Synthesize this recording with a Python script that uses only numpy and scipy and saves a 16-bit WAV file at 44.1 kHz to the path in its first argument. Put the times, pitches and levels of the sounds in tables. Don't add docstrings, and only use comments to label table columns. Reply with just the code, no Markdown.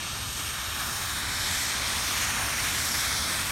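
import sys
import numpy as np
from scipy import signal
from scipy.fft import rfft, irfft, next_fast_len
from scipy.io import wavfile
from scipy.ndimage import uniform_filter1d, map_coordinates

SR = 44100
rng = np.random.default_rng(int(sys.argv[2]) if len(sys.argv) > 2 else 0)


def wav_record(signal):
    frames = np.transpose(np.atleast_2d(signal))
    bounded = np.clip(frames, -1, 1)
    quanta = np.round(bounded * 32767).astype(np.int16)
    wavfile.write(sys.argv[1], SR, quanta)


def nominal_scale(level):
    x = np.asarray(level, float) / 20
    return 10 ** x


N = 154791


def unit(x):
    return x / np.sqrt(np.mean(x ** 2) + 1e-20)


def along(points, f_hz):
    point_hz, value = np.transpose(points)
    return np.interp(np.log(f_hz + 1), np.log(point_hz + 1), value)


def curves(rows, t_s):
    row_s, *columns = np.transpose(rows)
    return [np.interp(t_s, row_s, column) for column in columns]


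def wobble(knots_per_s, t_s):
    return map_coordinates(rng.standard_normal(400), [t_s * knots_per_s])


# [t/s, then (signed gain, delay/ms) x 4]
NEAR_REFLECTIONS = [(0.0, 0.145, 0.247, -0.194, 0.376, -0.069, 0.552, -0.021, 0.717),
                    (0.29, 0.147, 0.247, -0.215, 0.377, -0.1, 0.547, 0.042, 0.743),
                    (0.58, 0.138, 0.247, -0.204, 0.375, 0.108, 0.587, 0.042, 0.738),
                    (0.88, 0.003, 0.251, -0.287, 0.36, 0.037, 0.58, 0.078, 0.729),
                    (1.17, 0.095, 0.217, -0.307, 0.351, 0.125, 0.556, 0.052, 0.718),
                    (1.46, 0.068, 0.269, -0.327, 0.34, 0.097, 0.539, -0.06, 0.734),
                    (1.75, 0.127, 0.23, -0.227, 0.355, 0.102, 0.483, -0.023, 0.73),
                    (2.04, 0.099, 0.199, -0.204, 0.351, -0.078, 0.527, -0.048, 0.726),
                    (2.33, -0.166, 0.247, -0.252, 0.356, -0.098, 0.533, -0.043, 0.796),
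                    (2.62, -0.185, 0.261, -0.256, 0.352, 0.024, 0.551, -0.068, 0.782),
                    (2.92, 0.13, 0.19, -0.274, 0.341, 0.047, 0.536, -0.044, 0.731),
                    (3.21, 0.286, 0.209, -0.288, 0.346, 0.114, 0.498, -0.077, 0.722),
                    (3.5, 0.112, 0.221, -0.253, 0.344, -0.002, 0.493, -0.053, 0.723)]
# [t/s, then (signed gain below the roll-off, delay/ms) x 3]
FAR_REFLECTIONS = [(0.0, -0.084, 1.426, -0.198, 2.016, 0.017, 1.38),
                   (0.29, -0.218, 1.413, -0.142, 2.017, 0.132, 1.377),
                   (0.58, -0.27, 1.393, -0.146, 2.022, 0.206, 1.374),
                   (0.88, -0.159, 1.392, -0.163, 1.999, 0.176, 1.311),
                   (1.17, -0.072, 1.45, -0.006, 2.062, 0.079, 1.277),
                   (1.46, -0.129, 1.441, -0.064, 2.024, 0.134, 1.338),
                   (1.75, -0.051, 1.439, -0.098, 2.033, -0.034, 1.309),
                   (2.04, -0.046, 1.441, -0.029, 2.012, -0.037, 1.318),
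                   (2.33, -0.008, 1.414, -0.023, 2.028, 0.098, 1.308),
                   (2.62, -0.049, 1.431, -0.082, 2.054, 0.03, 1.3),
                   (2.92, 0.005, 1.422, -0.031, 2.05, 0.05, 1.302),
                   (3.21, 0.049, 1.361, -0.067, 2.038, -0.036, 1.256),
                   (3.5, -0.189, 1.288, -0.026, 2.029, 0.152, 1.301)]
FAR_ROLLOFF_HZ = 5000


def comb_gain(f_hz, t_s):
    def echoes(columns):
        pairs = zip(columns[::2], columns[1::2])
        return sum(gain * np.exp(-2j * np.pi * f_hz * delay_ms / 1000) for gain, delay_ms in pairs)

    near = echoes(curves(NEAR_REFLECTIONS, t_s))
    far = echoes(curves(FAR_REFLECTIONS, t_s)) / (1 + (f_hz / FAR_ROLLOFF_HZ) ** 2)
    return np.abs(1 + near + far)


# [start t/s, end t/s, start f/Hz, end f/Hz, width/Hz, depth/dB (< 0: bright band)]
HISS_HOLLOWS = [(-.2, 1.1, 12600, 13450, 200, 9), (-.2, .8, 10600, 10600, 220, 4),
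                (.85, 1.5, 11000, 12500, 250, 3), (-.2, 1.1, 2000, 2000, 90, 5),
                (-.2, 1.05, 4000, 4200, 100, 4), (1.05, 1.9, 2750, 2800, 150, 4),
                (1.1, 1.6, 4900, 4950, 150, 3), (2.2, 2.7, 4900, 4900, 150, 4),
                (1.7, 2.6, 7500, 7900, 250, 3), (3.05, 3.47, 2800, 2850, 150, 3.5),
                (3.1, 3.6, 7400, 7500, 300, 3), (1.1, 1.4, 3800, 3900, 500, -2.5),
                (-.2, 1.1, 1250, 1250, 100, -2)]
HOLLOW_FADE_S = .08


def hollows_db(f_hz, t_s):
    total_db = 0
    for start_s, end_s, start_hz, end_hz, width_hz, depth_db in HISS_HOLLOWS:
        opening = np.tanh((t_s - start_s) / HOLLOW_FADE_S)
        closing = np.tanh((t_s - end_s) / HOLLOW_FADE_S)
        opened = (opening - closing) / 2
        centre_hz = np.interp(t_s, [start_s, end_s], [start_hz, end_hz])
        total_db = total_db - depth_db * opened * np.exp(-((f_hz - centre_hz) / width_hz) ** 2)
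    return total_db


# [t/s, level/dB, tilt/(dB per octave), extra treble at 8 kHz/dB]
HISS_SWELL = [(0.0, -34, 0.2, -2.5), (0.29, -32.5, 0.85, -0.6), (0.58, -33.5, -1.3, 0.7),
              (0.88, -32.5, -0.84, 1.8), (1.17, -32.5, -0.9, 1.7), (1.46, -28, 1.1, -1.7),
              (1.75, -28, 0.1, -1.1), (2.04, -28, 0.3, 0.0), (2.33, -29, -0.7, 0.5),
              (2.62, -28.5, 0.3, 0.5), (2.92, -28, 0.67, 0.3), (3.21, -28.5, 0.8, -0.5),
              (3.5, -29.9, -0.2, 0.9)]
# [f/Hz, density/(dB per Hz)]
HISS_COLOUR = [(650, -8), (900, -4.5), (1300, -1.9), (1800, -2.0), (2500, -0.34), (3500, -2.5),
               (4400, -6.5), (4900, -7.5), (5500, 0.0), (6800, -6.5), (7600, -10.5), (8400, -2.1),
               (9600, -10), (10500, -17.4), (11300, -6.5), (13000, -17.0), (14500, -17), (15600, -25)]
HISS_LOW_SLOPE_DB_PER_OCTAVE = 5.5
# [rate/(knots per s), knot spread/dB]
HISS_FLUTTER = [(5, .15), (60, .5)]
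# [rate/(knots per s), knot spread/dB]
TREBLE_FLUTTER = [(6, .85), (14, .4)]
TREBLE_HZ = 6000
PATCHY_DB = .8


def hiss():
    hz, t_s, noise = signal.stft(rng.standard_normal(N), SR, nperseg=1024, noverlap=768)
    f_hz = hz[:, None]

    low_octaves = np.minimum(np.log2((f_hz + 1) / HISS_COLOUR[0][0]), 0)
    colour = nominal_scale(along(HISS_COLOUR, f_hz) + HISS_LOW_SLOPE_DB_PER_OCTAVE * low_octaves)
    coloured = noise * colour / np.sqrt(np.mean(colour ** 2))

    level_db, tilt, top_db = curves(HISS_SWELL, t_s)
    gain_db = level_db + tilt * np.log2((f_hz + 200) / 4000) + top_db * (f_hz / 8000) ** 2

    patches = uniform_filter1d(rng.standard_normal(noise.shape), size=40, axis=0)
    patches = uniform_filter1d(patches, size=24, axis=1)
    gain_db = gain_db + PATCHY_DB * unit(patches)

    treble_db = sum(db * wobble(rate, t_s) for rate, db in TREBLE_FLUTTER)
    gain_db = gain_db + treble_db / (1 + (TREBLE_HZ / (f_hz + 1)) ** 4)
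    gain_db = gain_db + hollows_db(f_hz, t_s)

    spectrum = coloured * comb_gain(f_hz, t_s) * nominal_scale(gain_db)
    hissing = signal.istft(spectrum, SR, nperseg=1024, noverlap=768)[1][:N]
    sample_s = np.arange(N) / SR
    return hissing * nominal_scale(sum(db * wobble(rate, sample_s) for rate, db in HISS_FLUTTER))


# [t/s, f/Hz before waver, fundamental level/dB rms]
LOWER_HUM = [(0, 112, -58), (.3, 115, -49), (.6, 113, -64), (1.7, 116, -60), (2.3, 112, -50),
             (2.8, 106, -56), (3.5, 104, -66)]
UPPER_HUM = [(0, 120, -80), (2.3, 121, -68), (2.8, 126, -53), (3.5, 140, -50)]
HUM_WAVER_HZ, HUM_WAVER_KNOTS_PER_S = 1.34, 8
HUM_OCTAVE_DB = -6.5


def hum(track, t_s):
    hz, level_db = curves(track, t_s)
    hz = hz + HUM_WAVER_HZ * wobble(HUM_WAVER_KNOTS_PER_S, t_s)
    phase = 2 * np.pi * np.cumsum(hz) / SR
    return np.sqrt(2) * nominal_scale(level_db) * (np.sin(phase) + nominal_scale(HUM_OCTAVE_DB) * np.sin(2 * phase))


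# [f/Hz, density/(dB per Hz)]
RUMBLE_COLOUR = [(13, -44), (22, -16), (48, -5.5), (65, 3), (108, -2.5), (150, -7.5), (262, -9), (437, -18),
                 (515, -24), (600, -17), (780, -31), (1320, -120)]
# [t/s, level/dB]
DEEP_LEVEL = [(0.1, -45.5), (0.15, -40), (0.49, -43.5), (1.3, -41), (1.31, -38), (1.68, -45), (1.93, -41),
              (3.4, -41.5)]
# [t/s, level/dB]
UPPER_LEVEL = [(0.1, -48), (0.67, -50.5), (0.94, -46.5), (0.96, -52), (1.11, -47), (3.4, -44.5)]
BAND_SPLIT_HZ = 140


def rumble():
    t_s, padded = np.arange(N) / SR, next_fast_len(N)
    f_hz = np.fft.rfftfreq(padded, 1 / SR)
    deep_share = 1 / (1 + (f_hz / BAND_SPLIT_HZ) ** 6)
    noise = rfft(rng.standard_normal((2, padded))) * nominal_scale(along(RUMBLE_COLOUR, f_hz))
    deep, upper = irfft(noise * np.sqrt([deep_share, 1 - deep_share]), padded)[:, :N]
    deep = unit(deep) * nominal_scale(curves(DEEP_LEVEL, t_s)[0])
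    upper = unit(upper) * nominal_scale(curves(UPPER_LEVEL, t_s)[0])
    return deep + upper + hum(LOWER_HUM, t_s) + hum(UPPER_HUM, t_s)


DROPS_PER_S = 400
DROP_FLOOR_DB, DROP_SPREAD_DB = -44, 2.5
DROP_MID_HZ, DROP_DECAY_CYCLES = 7000, 1.2


def rain():
    when, pitch, size = rng.random((int(DROPS_PER_S * N / SR), 3)).T
    hz = (DROP_MID_HZ * 2 ** (2 * pitch - 1))[:, None]
    k = np.arange(96)
    cycles = hz * k / SR
    level_db = DROP_FLOOR_DB - DROP_SPREAD_DB * np.log(size + 1e-4)
    ticks = np.sin(2 * np.pi * cycles) * np.exp(-cycles / DROP_DECAY_CYCLES) * nominal_scale(level_db)[:, None]
    places = (when * N).astype(int)[:, None] + k
    drops = np.bincount(places.ravel(), ticks.ravel())[:N]
    return np.pad(drops, (0, N - len(drops)))


def scene():
    return np.tile(hiss() + rumble() + rain(), (2, 1))


def roll_off(x):
    return signal.sosfilt(signal.butter(12, 16100, fs=SR, output="sos"), x)


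def record(dry):
    top_hz = 15850
    passband = np.fft.rfftfreq(N, 1 / SR) < top_hz
    mix = irfft(rfft(dry) * passband, N)
    return roll_off(mix)


dry = scene()
out = record(dry)
wav_record(out)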